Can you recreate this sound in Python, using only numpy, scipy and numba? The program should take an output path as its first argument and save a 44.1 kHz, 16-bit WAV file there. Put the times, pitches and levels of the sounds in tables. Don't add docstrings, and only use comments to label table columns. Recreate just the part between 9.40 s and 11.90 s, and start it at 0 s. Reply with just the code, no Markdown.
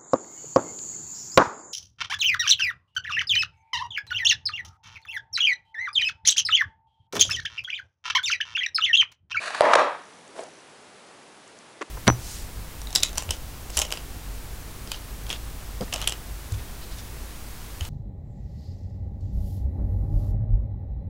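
import sys
import numpy as np
from scipy import signal
from scipy.fft import rfft, irfft
from scipy.io import wavfile
from scipy.ndimage import uniform_filter1d
from numba import njit

SR = 44100
rng = np.random.default_rng(int(sys.argv[2]) if len(sys.argv) > 2 else 0)


def elevation(decibels):
    levels = np.asarray(decibels, float)
    return 10 ** (levels / 20)


def unload_wav(signal):
    wavfile.write(
        sys.argv[1],
        SR,
        np.round(np.clip(np.atleast_2d(signal).T, -1, 1) * 32767).astype(np.int16),
    )


N = 110250

# start_s, ring_db, ring_hz, crack_db, crack_s
SLAMS = [
    (.2083, 2, 610, -4, .0005),
    (.3286, -16, 800, -20, .003),
    (.3347, 2, 1150, -11, .002),
    (.3372, -2, 1450, -9, .004),
    (.342, -4, 700, -18, .002),
    (.3528, -5, 1700, -8, .003),
    (.355, -2, 950, -8, .003),
    (.3575, -3, 560, -16, .003),
]


def set_rms(x, db):
    return x * elevation(db) / np.sqrt(np.mean(x ** 2))


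def band(x, hz, width_hz):
    b, a = signal.iirpeak(min(hz, .45 * SR), hz / width_hz, fs=SR)
    return signal.lfilter(b, a, x)


def thin(x, low_hz):
    return signal.sosfilt(signal.butter(3, low_hz, "high", fs=SR, output="sos"), x)


def curve(rows):
    start_s, level_db = np.array(rows).T
    return elevation(np.interp(np.arange(N) / SR, start_s, level_db, left=-120, right=-120))


def walk(rate_hz):
    hold = int(SR / rate_hz)
    steps = np.repeat(rng.standard_normal(N // hold + 1), hold)
    return 0.61 * uniform_filter1d(uniform_filter1d(steps, hold), hold)[:N]


def add(out, start_s, x):
    i = int(start_s * SR)
    out[i:i + len(x)] += x[:N - i]


def chatter(rate_hz, rough_db, body, broad_db):
    draw = rng.random((3, N))
    sign = np.sign(draw[1] - .5)
    size = elevation(-rough_db * np.log(np.maximum(draw[2], .04)))
    clicks = (draw[0] < rate_hz / SR) * sign * size
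    ring = np.zeros(N)
    for k, (hz, width_hz, db) in enumerate(body):
        ring += (-1) ** k * elevation(db) * band(clicks, hz, width_hz)
    broad = set_rms(band(clicks, 1480, 2000), broad_db)
    return set_rms(set_rms(ring, 0) + broad, 0)


def knocks(rows, cycles=2.1, crack_hz=2000, width_hz=3200):
    out = np.zeros(N)
    t = np.arange(int(.05 * SR)) / SR
    for start_s, ring_db, ring_hz, crack_db, crack_s in rows:
        onset = np.minimum(t * 8000, 1)
        ring = np.sin(2 * np.pi * ring_hz * t + np.pi / 4) * np.exp(-t * ring_hz / cycles) * onset
        burst = rng.standard_normal(len(t)) * np.exp(-(t / crack_s) ** 2)
        crack = band(band(burst, crack_hz, width_hz), crack_hz, 2 * width_hz)
        add(out, start_s, elevation(ring_db) * ring + elevation(crack_db) * crack)
    return out


def plug():
    # start_s, ring_db, ring_hz, crack_db, crack_s
    floor_knocks = [
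        (.019, -32, 1800, -38, .006),
        (.1055, -28, 5300, -33, .006),
        (.1055, -23, 800, -30, .004),
        (.1462, -18, 1200, -23, .003),
        (.149, -15, 1550, -20, .003),
        (.153, -21, 900, -32, .003),
        (.178, -27, 1400, -33, .005),
        (.2175, -16, 700, -20, .003),
        (.3218, -11, 900, -19, .0015),
    ]
    return knocks(floor_knocks + SLAMS)


def slam_wash():
    # start_s, level_db
    swell = [
        (.211, -25),
        (.22, -18.5),
        (.27, -16.5),
        (.29, -20),
        (.328, -18),
        (.34, -28),
        (.372, -27),
        (.4, -21),
        (.46, -33),
    ]
    # pitch_hz, width_hz, level_db
    wash_body = [(523, 83, -0.5), (737, 183, -0.5), (953, 202, 1.5), (1240, 317, -5.5), (1780, 570, -10.5),
                 (2500, 2700, -29.5), (4670, 590, -57)]
    dense = chatter(rate_hz=5000, rough_db=2.5, body=wash_body, broad_db=-41)
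    return curve(swell) * elevation(4.8 * walk(147.5)) * dense


def cord_scrape():
    # start_s, level_db
    scrape = [
        (0, -41),
        (.02, -36),
        (.066, -31),
        (.087, -30.5),
        (.093, -38),
        (.14, -38),
        (.16, -34.5),
        (.185, -34),
        (.206, -36),
    ]
    # pitch_hz, width_hz, level_db
    cord_body = [(635, 90, -4), (1080, 150, 2), (1720, 300, -5), (2020, 150, -7), (2400, 250, -11),
                 (3060, 350, -12), (3800, 700, -15), (4700, 600, -15)]
    rub = chatter(rate_hz=5000, rough_db=3, body=cord_body, broad_db=-1)
    return curve(scrape) * elevation(0.7 * walk(101)) * rub


def pedal_release():
    # start_s, level_db
    rustle = [
        (.93, -66),
        (.96, -44),
        (.98, -41.5),
        (1.0, -39),
        (1.02, -40.5),
        (1.04, -49),
        (1.09, -50.5),
    ]
    # start_s, ring_db, ring_hz, crack_db, crack_s
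    pedal_hits = [
        (.977, -35, 650, -53, .002),
        (.988, -28, 622, -38, 0.0036),
        (.9925, -22, 640, -34, 0.0044),
        (1.035, -34.5, 685, -40.5, 0.0059),
    ]
    sole_body = [(352, 250, 2.5), (640, 320, 5.5), (7000, 7900, -21.5)]  # pitch_hz, width_hz, level_db
    rub = curve(rustle) * chatter(6000, 1.4, sole_body, broad_db=-8)
    return rub + knocks(pedal_hits, cycles=2.6, crack_hz=1500, width_hz=2800)


def floor_thump(near):
    return elevation(-7.5) * band(knocks(SLAMS[:1]) + elevation(-10) * near, 180, 260)


def room(x):
    # pitch_hz, t60_s
    decay = [(200, 0.46), (600, 0.29), (1500, 0.48), (4000, 0.43), (8000, 0.19), (11000, 0.075)]
    room_db, rise_s, tilt_db_per_octave = -9, 0.029, -1
    t = np.arange(int(.9 * SR)) / SR
    hz, t60_s = np.array(decay).T
    tail = np.zeros(len(t))
    for f in 150 * 2 ** np.arange(0, 6.6, .5):
        noise = set_rms(band(rng.standard_normal(len(t)), f, f / 2), 0)
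        gain = np.sqrt(f) * elevation(tilt_db_per_octave * np.log2(f / 1000))
        tail += gain * noise * elevation(-60 * t / np.interp(np.log(f), np.log(hz), t60_s))
    tail *= 1 - np.exp(-(t / rise_s) ** 2)
    return signal.fftconvolve(x, tail * elevation(room_db) / np.sqrt(np.sum(tail ** 2)))[:N]


def tick(peak_db, hz, peak_s):
    t = np.arange(int(.01 * SR)) / SR
    return elevation(peak_db) * np.sin(2 * np.pi * hz * t) * (t / peak_s) * np.exp(1 - t / peak_s)


def camera():
    # start_s, ring_db, ring_hz, crack_db, crack_s
    finger_tap = [
        (2.4112, -28, 420, -24, .003),
        (2.4135, -28, 330, -26, .003),
        (2.4168, -23, 1100, -19, .002),
        (2.4188, -26, 550, -19, .004),
        (2.4245, -23, 1050, -21, .003),
        (2.427, -30, 320, -29, .006),
    ]
    # start_s, end_s, peak_db
    lens_runs = [
        (.6207, .79, -49),
        (1.054, 1.21, -47),
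    ]
    # start_s, peak_db, pitch_hz
    body_clicks = [(.879, -38.5, 7000), (0.905, -48, 6000), (1.007, -35, 7400), (1.0352, -35, 9500),
                   (1.035, -35, 4950), (1.039, -34, 6650), (1.672, -45, 6000), (1.688, -42, 6250),
                   (1.99, -47, 5800), (2.0783, -36.5, 7200), (2.179, -48, 6000), (2.189, -35, 6400),
                   (2.417, -28.5, 5700), (2.4257, -33, 7300)]
    step_rate_hz, step_hz, scatter_db = 60, 6000, 2.5
    out = knocks(finger_tap, cycles=1.8, crack_hz=1600, width_hz=1400)
    for start_s, end_s, peak_db in lens_runs:
        for at_s in np.arange(start_s, end_s, 1 / step_rate_hz):
            db = peak_db + scatter_db * rng.standard_normal()
            hz = step_hz * (1 + 0.012 * rng.standard_normal())
            add(out, at_s, tick(db, hz, peak_s=.00046))
    for start_s, peak_db, hz in body_clicks:
        add(out, start_s, tick(peak_db, hz, peak_s=.00017))
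    return out


def hiss():
    # pitch_hz, level_db (per Hz)
    spectrum = [(25, -36), (60, -20), (140, -5.5), (400, -0.5), (1050, -4.5), (1700, -7.5), (5000, -14.5),
                (11000, -19)]
    hz, db = np.array(spectrum).T
    f = np.arange(N // 2 + 1) * SR / N + 1
    gain = elevation(np.interp(np.log(f), np.log(hz), db))
    x = irfft(rfft(rng.standard_normal(N)) * gain, N)
    waver = elevation(0.4 * walk(5.24)) - 1
    return set_rms(x + band(x, 750, 900) * waver, -50)


def scene():
    hits, wash, cord, pedal = plug(), slam_wash(), cord_scrape(), pedal_release()
    direct = thin(hits + wash + cord + pedal, 306)
    echo = thin(room(hits + wash + elevation(-5.5) * cord + elevation(-11.5) * pedal), 238)
    return (direct + echo + floor_thump(hits + wash) + thin(camera(), 200) + hiss())[None]


@njit
def follow(x, release):
    e, out = 0., np.empty(len(x))
    for i in range(len(x)):
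        e = max(abs(x[i]), e * release)
        out[i] = e
    return out


def gain_control(x):
    limit_db, release_s, ratio, makeup_db = -25, .15, 1.08, 0.5
    env = np.maximum(follow(x, np.exp(-1 / (release_s * SR))), elevation(limit_db))
    gain = (elevation(limit_db) / env) ** (1 - 1 / ratio)
    return x * uniform_filter1d(gain, size=441) * elevation(makeup_db)


def band_limit(x):
    return signal.sosfilt(signal.butter(12, 11950, fs=SR, output="sos"), x)


def record(dry):
    x = gain_control(dry[0])
    x = signal.sosfiltfilt(signal.ellip(8, .1, 55, 10920, fs=SR, output="sos"), x)
    return band_limit(np.clip(x, -1, 1)[None])


dry = scene()
out = record(dry)
unload_wav(out)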